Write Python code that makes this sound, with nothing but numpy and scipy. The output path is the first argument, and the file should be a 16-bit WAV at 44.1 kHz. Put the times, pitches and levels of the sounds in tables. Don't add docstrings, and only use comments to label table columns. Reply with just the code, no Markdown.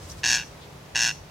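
import sys
import numpy as np
from scipy import signal
from scipy.fft import rfft, irfft
from scipy.io import wavfile

SR = 44100
rng = np.random.default_rng(int(sys.argv[2]) if len(sys.argv) > 2 else 0)


def generate_wav(sig):
    pcm = np.round(np.clip(np.atleast_2d(sig).T, -1, 1) * 32767).astype(np.int16)
    wavfile.write(sys.argv[1], SR, pcm)


N = 57330

# start t/s, end t/s, snap period/s, limp depth/s, limp rate/cycles per snap,
# limp start phase/cycles, final drag/s
RASP_RHYTHM = [(.2328, .437, .0083, .00087, .386, .123, .001),
               (.9490, 1.124, .0085, .00079, .3965, .029, .004)]
# t/s, relative body level/dB, relative treble level/dB, main resonance f/Hz
RASP_EFFORT = [
    [(0.235, -30.5, -36, 1680), (0.243, -26.5, -28, 1680), (0.275, -27.5, -25, 1672),
     (0.345, -26, -23, 1672), (0.415, -36, -46.5, 1520), (0.445, -44, -62, 1730)],
    [(0.951, -36.5, -38, 1740), (0.959, -26, -27, 1590), (0.969, -29.5, -28.5, 1620),
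     (1.055, -28.5, -25, 1650), (1.093, -29.5, -31.5, 1537), (1.117, -35.5, -47, 1610),
     (1.125, -55, -47, 1670)],
]


def corncrake(size=2048):
    out = np.zeros(N + size)
    for which, (rhythm, effort) in enumerate(zip(RASP_RHYTHM, RASP_EFFORT)):
        times, period = snap_times(*rhythm), rhythm[2]
        gaps = np.diff(times, prepend=times[0] - period)
        effort_times, *envelopes = np.transpose(effort)
        for when, gap in zip(times, gaps):
            body_db, treble_db, main_hz = (np.interp(when, effort_times, curve) for curve in envelopes)
            colour_db = throat(bins(size), which, body_db, treble_db, main_hz)
            cycle, lag = syrinx(period - gap, size)
            first = int((when - lag) * SR)
            out[first:first + size] -= irfft(cycle * ringing(colour_db))
    return out[:N]


def snap_times(start, end, period, limp, limp_rate, limp_phase, drag):
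    first_late_s, drag_span_s, jitter_s = 0.001194, 0.01, 0.00009
    k = np.arange(int((end - start) / period) + 1)
    swing = limp * np.sin(2 * np.pi * (limp_rate * k + limp_phase))
    slow_start = first_late_s * (k == 0)
    slow_end = drag * np.exp((k - k[-1]) * period / drag_span_s)
    return start + k * period + swing + slow_start + slow_end + jitter_s * rng.standard_normal(len(k))


OPENING_LEAD_S, OPENING_SPREAD_S, OPENING_DB, OPENING_HZ = 0.00115, 0.00007, -4, 5200
HURRY_DB_PER_S = 1800
SNAP_TOP_HZ, SMEAR_S = 8630, 0.00037
AIR_DB, AIR_DECAY_S, AIR_ABOVE_HZ = -1, 0.0063, 7400


def syrinx(hurry_s, size):
    hz, t = bins(size), np.arange(size) / SR
    lag = abs(OPENING_LEAD_S + OPENING_SPREAD_S * rng.standard_normal())
    snap = np.exp(-2j * np.pi * hz * lag)
    opening = from_db(OPENING_DB + HURRY_DB_PER_S * hurry_s) / (1 + 1j * hz / OPENING_HZ)
    rolloff = signal.freqs(*signal.butter(N=4, Wn=1, analog=True), hz / SNAP_TOP_HZ)[1]
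    smear = np.exp(-1j * np.pi * SMEAR_S * hz ** 2 / SNAP_TOP_HZ)
    puff = unit_rms(rng.standard_normal(size) * np.exp(-t / AIR_DECAY_S))
    highpass = hz ** 2 / (hz ** 2 + AIR_ABOVE_HZ ** 2)
    air = from_db(AIR_DB) * rfft(puff) / np.sqrt(size) * highpass
    return (opening + snap) * rolloff * smear + snap * air, lag


# f/Hz, level/dB
SNAP_EQ = [(100, -4.1), (1200, -3.5), (3000, 9.1), (5000, -2.97), (7200, -1), (9000, -4.5), (12000, -8),
           (15500, -23)]
# f/Hz, width/Hz, boost in first rasp/dB, boost in second rasp/dB
THROAT_PEAKS = [(265, 160, 14, 14.5), (704, 38, 4.5, 5), (895, 170, 15.5, 18), (1460, 66, 0.5, 5),
                (1970, 64, 2.5, 10.5), (2318, 100, 10, 8.5), (2731, 132, 15.5, 19), (3366, 178, 6.9, 8.5),
                (3793, 100, 11, 10), (4150, 124, 10, 12), (4550, 185, 19, 17), (5314, 117, 22.2, 23.5),
                (5657, 58, 14.5, 12.5), (5916, 300, 10.5, 11.5), (6634, 560, 16, 16), (7995, 230, 14, 15),
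                (10060, 400, 6, 7.5), (11420, 63, 12, 11), (13400, 500, 5, 8.5)]
MAIN_WIDTH_HZ, MAIN_BOOST_DB = 186, 22
BODY_GAIN_DB, BODY_BELOW_HZ, TREBLE_GAIN_DB, TREBLE_ABOVE_HZ = 17.5, 3100, 17, 5200
FULL_EFFORT_DB, LOW_FADE, LOW_BELOW_HZ = -24, 0.63, 1250
LEVEL_SPREAD_DB, SIZE_SPREAD = 0.35, 0.005


def throat(hz, which, body_db, treble_db, main_hz):
    shelves = [(BODY_BELOW_HZ, body_db + BODY_GAIN_DB), (TREBLE_ABOVE_HZ, treble_db + TREBLE_GAIN_DB)]
    thinning = LOW_FADE * min(body_db - FULL_EFFORT_DB, 0) / (1 + (hz / LOW_BELOW_HZ) ** 8)
    stretched = hz * (1 + SIZE_SPREAD * rng.standard_normal())
    peaks = MAIN_BOOST_DB * bell(stretched, main_hz, MAIN_WIDTH_HZ)
    peaks += sum(boosts[which] * bell(stretched, centre, width) for centre, width, *boosts in THROAT_PEAKS)
    accent = LEVEL_SPREAD_DB * rng.standard_normal()
    return at_hz(SNAP_EQ, hz) + at_hz(shelves, hz) + thinning + peaks + accent


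def ringing(db):
    cepstrum = irfft(db * np.log(10) / 20)
    half = len(cepstrum) // 2
    cepstrum[1:half] *= 2
    cepstrum[half + 1:] = 0
    return np.exp(rfft(cepstrum))


def stems(bird, send_db=-4.5, above_hz=2160):
    hz = bins(N)
    return scatter(bird, from_db(send_db) * hz / np.hypot(hz, above_hz), t60_s=0.055, side_db=-15)


# f/Hz, relative level/dB
MEADOW_EQ = [(200, -24), (1600, -14.5), (2800, -3.5), (4300, 2.5), (5300, 3.5), (6000, 7), (7500, -1.5),
             (15000, 13)]


def meadow(bird, send_db=-14.5):
    return scatter(bird, from_db(send_db + at_hz(MEADOW_EQ, bins(N))), t60_s=0.35, side_db=-2.5)


def scatter(x, gain, t60_s, side_db):
    mid, side = rng.standard_normal((2, N)) * from_db(-60 * np.arange(N) / SR / t60_s)
    reflections = unit_rms(mid + from_db(side_db) * side * [[1], [-1]])
    tail = irfft(rfft(reflections) * gain, N) / np.sqrt(N)
    return signal.fftconvolve(x[None], tail[:, :N // 2], axes=1)[:, :N]


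# peak t/s, swell width/s, level/dB, centre f/Hz, band width/octaves
RUSTLE_CUES = [(0.04, 0.039, -50.5, 5240, 0.63), (0.101, 0.0022, -38, 5330, 0.27),
               (0.111, 0.0022, -44, 5700, 0.12), (0.119, 0.0032, -40, 5900, 0.14),
               (0.112, 0.023, -46, 5660, 0.76), (0.19, 0.022, -51.5, 5200, 0.74),
               (0.633, 0.02, -52, 3570, 0.42)]


def rustles():
    t = np.arange(N) / SR
    return sum(from_db(db) * bell(t, when, swell) * noise_band(hz, octaves)
               for when, swell, db, hz, octaves in RUSTLE_CUES)


# f/Hz, relative level/dB
BED_EQ = [(25, -21), (55, -8.5), (110, -8), (170, -3), (229, -10.5), (354, -11), (502, -10), (754, -13),
          (1050, -14.5), (1330, -18), (2100, -20), (3160, -23), (6040, -26.5), (8590, -32.5),
          (16000, -38.5)]


def outdoor_bed(start_db=-44.5, fade_db_per_s=-1.5, hum_db=-54):
    level = from_db(start_db + fade_db_per_s * np.arange(N) / SR)
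    hum = noise_band(centre_hz=143, octaves=0.033)
    wash = stereo_noise(from_db(at_hz(BED_EQ, bins(N))))
    return level * wash + from_db(hum_db) * hum


# t/s, level before trim/dB
RUMBLE_FADER = [(0.0, -44.5), (0.514, -52), (0.582, -53), (0.6, -52.5), (1.108, -51.5), (1.132, -59),
                (1.22, -44.5), (1.266, -62), (1.3, -65)]


def rumble(trim_db=0.5):
    fader_db = np.interp(np.arange(N) / SR, *np.transpose(RUMBLE_FADER))
    return from_db(fader_db + trim_db) * noise_band(centre_hz=74.5, octaves=0.48)


# f/Hz, left-right correlation/0..1
STEREO_IMAGE = [(30, 0.94), (140, 1), (300, 0.7), (700, 0.3), (1500, 0.2), (4000, 0.18), (12000, 0.14)]


def stereo_noise(gain):
    mid, side = rfft(rng.standard_normal((2, N)))
    alike = at_hz(STEREO_IMAGE, bins(N))
    spectrum = np.sqrt(1 + alike) * mid + np.sqrt(1 - alike) * side * [[1], [-1]]
    return unit_rms(irfft(gain * spectrum, N))


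def noise_band(centre_hz, octaves):
    return stereo_noise(bell(np.log2(bins(N)), np.log2(centre_hz), octaves))


def from_db(db):
    return 10 ** (np.asarray(db) / 20)


def unit_rms(x):
    return x / np.sqrt(np.mean(x ** 2) + 1e-20)


def bins(size):
    return np.maximum(np.fft.rfftfreq(size, 1 / SR), 1)


def at_hz(points, hz):
    f, value = np.transpose(points)
    return np.interp(np.log(hz), np.log(f), value)


def bell(x, centre, width):
    return np.exp(-.5 * ((x - centre) / width) ** 2)


def scene():
    bird = corncrake()
    return bird + stems(bird) + meadow(bird) + rustles() + outdoor_bed() + rumble()


def record(dry):
    cutoff_hz = 15950
    return signal.sosfilt(signal.ellip(12, .1, 80, cutoff_hz, fs=SR, output="sos"), dry)


dry = scene()
out = record(dry)
generate_wav(out)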